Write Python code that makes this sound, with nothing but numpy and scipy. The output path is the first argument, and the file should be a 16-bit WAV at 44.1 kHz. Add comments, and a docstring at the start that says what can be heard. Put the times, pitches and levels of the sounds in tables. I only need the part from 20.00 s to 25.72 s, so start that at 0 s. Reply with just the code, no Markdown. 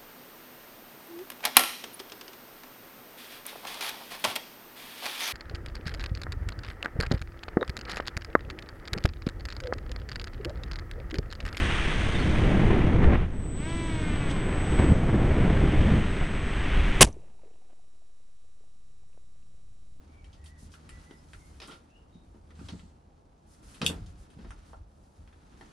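"""A small greenhouse, where someone kneels and firms a plant into a bag of compost.
Sleeves and leaves swish, crumbs and plastic tick, hands pat the soil and push through grit.
A pot is set down with a hollow thump, and its rim clacks on stone; the knocks echo off the glass.
Outside, a light wind rumbles, an engine drones and a bird whistles far away."""
import sys
import numpy as np
from scipy import signal
from scipy.fft import rfft, irfft
from scipy.io import wavfile
from scipy.ndimage import uniform_filter1d

SR = 44100
rng = np.random.default_rng(int(sys.argv[2]) if len(sys.argv) > 2 else 0)


def master(y):
    """Save y as 16-bit WAV."""
    cut = np.clip(np.atleast_2d(y).T, -1, 1)
    pcm = np.round(cut * 32767)  # scale
    wavfile.write(sys.argv[1], SR, pcm.astype(np.int16))


N = 252322

# The tone of each noise layer. Each row: frequency in Hz, relative spectral level in dB.
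CRUMB_TONE = [(250, -13), (600, -5), (1300, 10.5), (2200, 3.5), (3600, 1.5), (5300, -2.5), (7500, -13),
              (14000, -31.5)]
SWISH_TONE = [(2000, -21), (4500, -5), (6000, -4.5), (8000, -6), (10300, -5), (11700, -12), (13500, -13.5),
              (15000, -29)]
PLASTIC_TONE = [(2500, -9.5), (4300, -1.5), (5500, -7), (7000, -7), (8000, -3), (8800, -11), (11000, -25.5)]
BAG_TONE = [(60, -11), (120, 3.5), (180, 3.5), (280, 2.5), (400, -5), (600, -14.5), (1200, -16.5),
            (3000, -51.5)]
GARDEN_TONE = [(59, -28.5), (100, -8), (140, -18.5), (162, 1.5), (196, -8.5), (291, -9), (391, -7.5),
               (443, -5.5), (535, -5), (885, -7), (1880, -47), (3320, -47), (3840, -35.5), (15000, -61.5)]
WIND_TONE = [(12, -25.5), (28, -6.5), (44, 1.5), (60, -2), (80, -2), (100, -7.5), (135, -20), (300, -39),
             (1000, -87)]
GRIT_TONE = [(100, -16), (250, 9.5), (600, 4.5), (1400, -2), (2400, -3), (3600, -6), (5200, -7.5),
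             (6400, -21.5), (10300, -28.5), (14000, -39)]
# Stereo width of diffuse sound. Each row: frequency in Hz, side over mid in dB.
WIDTH = [(60, -24), (150, -9.5), (280, -9.5), (450, -6.5), (750, 4.5), (1300, 1.5), (2400, -3),
         (4400, -5.5), (9000, 1)]
# How hard the hands work the compost. Each row: time in seconds, relative level in dB.
EFFORT = [(0.0, -7), (0.6, -7.5), (0.95, 0.5), (1.22, -7), (1.7, -2), (1.93, -11), (2.42, -11),
          (2.66, -0.5), (3.0, -13.5), (3.42, -13.5), (3.75, 2), (3.95, 0), (4.15, -6), (4.46, -4.5),
          (4.7, -3.5), (4.85, -13), (5.25, -10), (5.72, 0.5)]
# A sleeve or leaf slides past. Each row: start and length in seconds, level in dB.
STROKES = [(0.445, 0.078, -66), (0.575, 0.12, -64), (0.7, 0.095, -66.5), (0.87, 0.51, -73),
           (1.25, 0.42, -68.5), (1.61, 0.2, -65.5), (2.17, 0.42, -83), (2.57, 0.14, -74), (3.46, 0.17, -69),
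           (3.61, 0.26, -64.5), (4.05, 0.093, -77), (4.17, 0.1, -69.5), (4.49, 0.029, -72),
           (4.64, 0.13, -73), (4.85, 0.6, -79.5), (5.55, 0.15, -76)]
# Gusts over the breeze. Each row: start and length in seconds, relative level in dB.
GUSTS = [(0.1, 0.55, -49), (0.59, 0.17, -48), (0.82, 0.29, -49.5), (1.15, 0.43, -49.5), (1.49, 0.15, -49.5),
         (2.08, 0.48, -52.5), (2.52, 0.61, -56), (3.63, 0.13, -47.5), (3.8, 0.52, -44), (4.35, 0.35, -46.5),
         (4.68, 0.24, -48.5), (5.17, 0.12, -54), (5.3, 0.63, -56)]
# The engine's swells. Each row: time in seconds, relative levels of fundamental and octave in dB.
ENGINE_LEVELS = [(0.0, -61, -81), (0.46, -47, -64.5), (0.56, -63, -67.5), (0.95, -55.5, -66),
                 (1.4, -77, -64.5), (1.8, -74, -80), (2.7, -55, -72.5), (3.2, -72.5, -73),
                 (5.72, -67, -83.5)]
# Bird notes. Each row: start and length in seconds, first and last pitch in Hz, relative level in dB.
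BIRD_NOTES = [(0.064, 0.18, 2190, 2323, -64), (0.329, 0.31, 1886, 1920, -64.5),
              (0.86, 0.15, 1960, 1918, -62), (1.021, 0.152, 2026, 1935, -62),
              (1.146, 0.054, 5150, 5100, -70), (1.344, 0.15, 2093, 2095, -65.5),
              (1.871, 0.13, 2506, 2920, -65.5), (2.11, 0.077, 3850, 3670, -67.5)]
# Ticks of plastic and grit. Each row: start in seconds, relative level in dB, pitch in Hz,
# crisp edge against the body in dB, contact time in seconds.
TICKS = [(0.244, -60.5, 4130, -13, 0.0015), (0.33, -60, 4250, -24, 0.019), (0.442, -60.5, 2950, 6, 0.0022),
         (0.46, -56, 4500, -9, 0.0064), (0.719, -60, 5100, -29, 0.011), (0.739, -54, 2200, -14, 0.002),
         (0.892, -51, 2720, -0.5, 0.0025), (1.11, -56, 1480, -9, 0.0017),
         (1.3339, -50.5, 1450, -9, 0.00051), (1.675, -56, 9800, -23, .002),
         (2.507, -60.5, 2240, -36, .0025), (2.593, -57, 1510, -16, 0.002), (2.686, -47, 3740, -51, 0.0059),
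         (2.794, -58.5, 2640, -18, 0.0027), (3.744, -54.5, 3420, -0.5, 0.016),
         (3.845, -45, 4000, 4.5, .001), (3.856, -44.5, 4040, -3.5, 0.0018), (4.062, -60, 5400, -25, 0.0045),
         (4.302, -64, 3450, 1, 0.013), (4.507, -49.5, 1342, -7, 0.00048), (4.7327, -48.5, 847, -38, 0.0005),
         (5.276, -63, 2120, -29.5, .001), (5.327, -64, 1944, -16, 0.0059), (5.611, -50.5, 1460, -27, 0.001)]
# The plastic pot's hollow resonances. Each row: centre and width in Hz, relative level in dB.
POT_RESONANCES = [(1360, 52, -4), (2040, 220, -17.5), (3480, 730, 0), (4880, 540, -11)]
# Soft blows on bag and ground. Each row: start in seconds, relative level in dB, pitch in Hz.
PATS = [(0.624, -51.5, 234), (1.11, -47.5, 304), (1.679, -52, 300), (2.151, -48, 170), (2.59, -46, 177),
        (2.613, -44.5, 254), (2.635, -40.5, 85.5), (2.724, -37.5, 171), (2.735, -44.5, 272),
        (2.83, -49.5, 174), (3.812, -38, 224), (3.83, -31.5, 164), (3.885, -37.5, 217.6),
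        (3.93, -42.5, 252), (4.007, -40.5, 110), (4.367, -45, 134), (4.389, -45, 202), (5.185, -42.5, 60.4),
        (5.61, -55.5, 365)]
# Pushes through compost and gravel. Each row: start in seconds, relative level in dB,
# fade time in seconds, tilt in dB per octave, pot ring against the grit in dB.
SCRAPES = [(1.601, -43.5, 0.0031, 4.5, -8), (1.616, -50, 0.029, 2.5, -10), (1.681, -51, 0.031, -4.5, 3),
           (1.71, -52.5, 0.028, 1.5, -7), (2.338, -60.5, 0.045, -6, -28), (2.688, -53, 0.02, 0.5, -26),
           (3.8156, -30, 0.0066, 1.6, -11), (3.835, -45.5, 0.032, -1.5, -26),
           (3.895, -44, 0.042, -3.5, -29), (4.386, -63.5, 0.088, -1.5, -33), (4.447, -49, 0.0086, -4, -28)]
# The landing's boom. Each row: frequency in Hz, relative level in dB, seconds to fall by 60 dB.
BOOM_MODES = [(82.85, -2.5, 1.1), (158.4, -1, 0.68), (180.6, -3.5, 0.84), (245, -2.5, 0.31),
              (313, -11.5, 0.67), (421, -20, 0.36), (476, -3.5, 0.34), (713, -23.5, 1.2), (847, -21, 0.45)]
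# The rim's hits on stone. Each row: start in seconds, relative level in dB, pitch in Hz.
RIM_HITS = [(3.8632, -11, 3250), (3.86433, -11, 3250)]
# The greenhouse's reverb. Each row: frequency in Hz, seconds to fall by 60 dB.
ROOM_DECAY = [(100, 0.53), (300, 0.13), (800, 0.16), (3000, 0.13), (10000, 0.16)]
# The microphone's treble roll-off. Each row: frequency in Hz, gain in dB.
MICROPHONE = [(10400, 0), (11600, -5.5), (13000, -6), (15000, -12)]


def amp(db):
    """Decibels to gain."""
    return 10 ** (np.asarray(db) / 20)


def unit_rms(x):
    """Scales to rms 1."""
    return x / np.sqrt(np.mean(x ** 2) + 1e-20)


def curve_at(points, hz):
    """Reads a curve on a log-frequency axis."""
    point_hz, value = np.transpose(points)
    return np.interp(np.log(hz + 1), np.log(point_hz + 1), value)


def fader(rows, column=1):
    """One dB column of a timeline as a gain for each sample."""
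    rows = np.array(rows)
    return amp(np.interp(np.arange(N) / SR, rows[:, 0], rows[:, column]))


def equalise(x, tone):
    """Filters by a tone curve."""
    size = x.shape[-1]
    return irfft(rfft(x) * amp(curve_at(tone, np.fft.rfftfreq(size, 1 / SR))), size)


def band(x, lo_hz, hi_hz, order=1):
    """Causal band-pass."""
    sections = signal.butter(order, [lo_hz, min(hi_hz, .48 * SR)], "band", fs=SR, output="sos")
    return signal.sosfilt(sections, x)


def hit_at_level(x, db):
    """Gives a short sound the energy of 10 ms at this level."""
    return amp(db) * x * np.sqrt(0.01 * SR / np.sum(x ** 2))


def add(mix, start_s, sound):
    """Mixes a sound in at its cue."""
    part = mix[round(start_s * SR):][:len(sound)]
    part += sound[:len(part)]


def spread(pair):
    """A mid and a side signal become left and right, alike in the bass."""
    side = equalise(pair[1], WIDTH)
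    return np.array([pair[0] + side, pair[0] - side])


def grains(size, per_s, spread_db):
    """Sparse clicks of random sign and uneven size."""
    heights = amp(spread_db * np.minimum(rng.exponential(1, size), 4)) * rng.choice([-1, 1], size)
    return unit_rms(heights * (rng.random(size) < per_s / SR))


def flutter(depth_db, step_s):
    """A gain that wavers at random."""
    knots = np.arange(0, N + SR, step_s * SR)
    return amp(depth_db * np.interp(np.arange(N), knots, rng.standard_normal(N)[:len(knots)]))


def swells(rows, skew):
    """A gain that rises and falls in one arch per row; a skew below 1 peaks early."""
    power = np.zeros(N)
    for start_s, length_s, db in rows:
        progress = np.linspace(0, 1, round(length_s * SR))
        add(power, start_s, (amp(db) * np.sin(np.pi * progress ** skew)) ** 2)
    return np.sqrt(power)


def diffuse(tone):
    """Noise of this tone arriving from all around."""
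    return spread([unit_rms(equalise(rng.standard_normal(N), tone)) for _ in range(2)])


def grain_bed(tone, per_s, spread_db):
    """Grains of this tone arriving from all around."""
    return spread([unit_rms(equalise(grains(N, per_s, spread_db), tone)) for _ in range(2)])


def rustle(crumbs_db=-66, cloth_db=-74, drag_s=2.54, drag_length_s=0.42, drag_db=-66.5):
    """Crumbs break as grains, cloth and leaves slide as a finer hiss, plastic sizzles under a palm."""
    crumbs = grain_bed(CRUMB_TONE, per_s=2900, spread_db=-1.0)
    swish = grain_bed(SWISH_TONE, per_s=15000, spread_db=-2.5)
    uneven = flutter(depth_db=1.3, step_s=.018)
    effort = fader(EFFORT)
    sliding = np.hypot(amp(cloth_db) * effort ** 0.92, swells(STROKES, skew=0.75))
    drag = swells([(drag_s, drag_length_s, drag_db)], skew=0.75) * diffuse(PLASTIC_TONE)
    return uneven * (amp(crumbs_db) * effort * crumbs + sliding * swish + drag)


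def crackle():
    """Now and then a larger crumb or a crease of the bag snaps, as loud as the hands are busy."""
    snaps = unit_rms(band(grains(N, per_s=110, spread_db=3), 1800, 7000, order=3))
    return amp(-73.5) * fader(EFFORT) * snaps


def bag(db_per_effort_db=0.45):
    """The full bag shifts dully under the hands."""
    uneven = flutter(depth_db=1.5, step_s=.035)
    return amp(-59) * fader(EFFORT) ** db_per_effort_db * diffuse(BAG_TONE) * uneven


def garden_wind():
    """Gusts rumble over a light breeze and the steady wash of the garden."""
    breeze = amp(-59.5)
    wind = np.hypot(breeze, swells(GUSTS, skew=0.84)) * flutter(depth_db=-1.5, step_s=0.035)
    return amp(-70) * diffuse(GARDEN_TONE) + amp(-2.0) * wind * diffuse(WIND_TONE)


def engine(pitch_hz=76.3, waver=0.0057):
    """A far engine hums on a drifting pitch and its octave, swelling and fading on the moving air."""
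    t = np.arange(N) / SR
    drift = np.interp(t, np.linspace(0, t[-1], num=20), rng.standard_normal(20))
    phase = 2 * np.pi * np.cumsum(pitch_hz * (1 + waver * drift)) / SR
    fundamental = fader(ENGINE_LEVELS, column=1) * np.sin(phase)
    octave = fader(ENGINE_LEVELS, column=2) * np.sin(2 * phase)
    return np.sqrt(2) * (fundamental + octave) * flutter(depth_db=4.5, step_s=.09)


def bird(arch=0.015, waver=0.022, echo_t60_s=0.39):
    """Near-pure whistles, each a slightly arched glide, arrive mostly as echoes off trees and walls."""
    song = np.zeros(N)
    for start_s, length_s, first_hz, last_hz, db in BIRD_NOTES:
        progress = np.linspace(0, 1, round(length_s * SR))
        wobble = waver * unit_rms(uniform_filter1d(rng.standard_normal(SR), size=150))[:len(progress)]
        glide_hz = first_hz + (last_hz - first_hz) * progress
        hz = glide_hz * (1 + arch * np.sin(np.pi * progress) + wobble)
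        whistle = np.sqrt(2) * np.sin(2 * np.pi * np.cumsum(hz) / SR)
        add(song, start_s, whistle * amp(db) * np.sin(np.pi * progress ** 1.25))  # loudest late
    t = np.arange(SR // 2) / SR
    tail = rng.standard_normal((2, len(t))) * 10 ** (-3 * t / echo_t60_s)
    echoes = signal.fftconvolve(song[None], tail / np.linalg.norm(tail[0]), axes=1)[:, :N]
    return amp(-2.0) * (.5 * song + echoes)


def ticks(flex_db=-5, hollow_db=-11, snap_db=-5):
    """A brief rough contact rings a well damped patch of plastic and the pot, with a crisp edge on top."""
    out, t = np.zeros(N), np.arange(3000) / SR
    for start_s, db, hz, crisp_db, contact_s in TICKS:
        force = rng.standard_normal(len(t)) * np.exp(-t / contact_s)
        force[0] = amp(snap_db) * np.linalg.norm(force)  # the first touch is a clean snap
        body = unit_rms(band(force, hz * 0.51, hz * 1.16, order=2))
        flex = unit_rms(band(force, hz * .25, hz * 1.7, order=2))  # the wider sheet gives way too
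        edge = unit_rms(band(force, 5200, 10000, order=3))
        tick = body + amp(flex_db) * flex + amp(hollow_db) * pot_ring(flex) + amp(crisp_db) * edge
        add(out, start_s, hit_at_level(tick, db))
    return out


def pot_ring(force):
    """The pot's thin wall rings briefly at its resonances."""
    return unit_rms(sum(amp(db) * band(force, hz - width / 2, hz + width / 2) / np.sqrt(width)
                        for hz, width, db in POT_RESONANCES))


def pats(puff_db=-6, puff_s=0.014, swell_cycles=0.65):
    """A soft blow gives a low push a few cycles long, and a dull puff as the compost gives way."""
    out, t = np.zeros(N), np.arange(6000) / SR
    for start_s, db, hz in PATS:
        age = t * hz / swell_cycles
        push = unit_rms(age * np.exp(-age) * np.sin(2 * np.pi * hz * t))
        burst = rng.standard_normal(len(t)) * np.exp(-t / puff_s)
        puff = unit_rms(band(burst, hz * 0.5, hz * 1.33, order=2))
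        add(out, start_s, hit_at_level(push + amp(puff_db) * puff, db))
    return out


def scrapes(attack_s=0.00033):
    """Each push starts abruptly and runs out in a shower of grit that rasps on the pot."""
    out, t = np.zeros(N), np.arange(8192) / SR
    for start_s, db, fade_s, tilt_db, hollow_db in SCRAPES:
        tone = [(hz, tone_db + tilt_db * np.log2(hz / 2000)) for hz, tone_db in GRIT_TONE]
        grit = unit_rms(equalise(grains(len(t), per_s=6000, spread_db=-3.0), tone))
        rasp = unit_rms(grit + amp(hollow_db) * pot_ring(grit))
        add(out, start_s, amp(db) * rasp * np.exp(-t / fade_s) * (1 - np.exp(-t / attack_s)))
    return out


def pot_boom(start_s=3.818, attack_s=.004):
    """Low, hollow modes ring on after the pot lands."""
    out, t = np.zeros(N), np.arange(SR) / SR
    ring = sum(amp(db) * 10 ** (-3 * t / t60) * np.sin(2 * np.pi * hz * t) for hz, db, t60 in BOOM_MODES)
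    add(out, start_s, amp(-34.5) * ring * (1 - np.exp(-t / attack_s)))
    return out


def rim_clack(length_s=0.0017, splinter_db=-10.5, scatter_db=-11):
    """The hard rim chatters on stone: bursts of a few cycles, their splintery top scattered wide."""
    centre, sides, t = np.zeros(N), np.zeros(N), np.arange(400) / SR
    envelope = np.sin(np.pi * np.minimum(t / length_s, 1)) ** 2
    for start_s, db, hz in RIM_HITS:
        splinter, scatter = unit_rms(band(rng.standard_normal((2, len(t))), 2800, 11000, order=2))
        strike = np.sin(2 * np.pi * hz * t) + amp(splinter_db) * splinter
        add(centre, start_s, amp(db) * envelope * strike)
        add(sides, start_s, amp(db + scatter_db) * envelope * scatter)
    return spread([centre, sides])


def glass_echoes(send, predelay_s=0.00091, echoes_per_s=5000):
    """Dense early echoes off the near panes; the bass lingers longest."""
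    size = SR // 2
    taps = rng.choice([-1., 1.], (2, size)) * (rng.random((2, size)) < echoes_per_s / SR)
    hz, t, spectra = signal.stft(taps, SR, nperseg=256)
    decay = 10 ** (-3 * t / curve_at(ROOM_DECAY, hz)[:, None])
    _, tail = signal.istft(spectra * decay, SR, nperseg=256)
    tail *= np.arange(tail.shape[1]) > predelay_s * SR
    return signal.fftconvolve(send[None], spread(tail / np.linalg.norm(tail[0])), axes=1)[:, :N]


def scene():
    """Clicks, scrapes, pats and the clack echo off the glass, over dry handling and the garden bed."""
    clicks, grit, thuds, clack = ticks() + crackle(), scrapes(), pats(), rim_clack()
    direct = amp(-3.0) * clicks + amp(3.5) * grit + amp(-0.5) * (thuds + clack) + pot_boom()
    send = amp(-1.5) * clicks + amp(2.0) * grit + amp(-5.0) * thuds + amp(-3.5) * clack[0]
    return direct + glass_echoes(send) + rustle() + bag() + garden_wind() + engine() + bird()


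def record(dry, cutoff_hz=15000):
    """The microphone softens the top end, and a steep low-pass cuts it off."""
    lowpass = signal.firwin(255, cutoff_hz, window=("kaiser", 8), fs=SR)
    return signal.oaconvolve(equalise(dry, MICROPHONE), lowpass[None], "same")


dry = scene()
out = record(dry)
master(out)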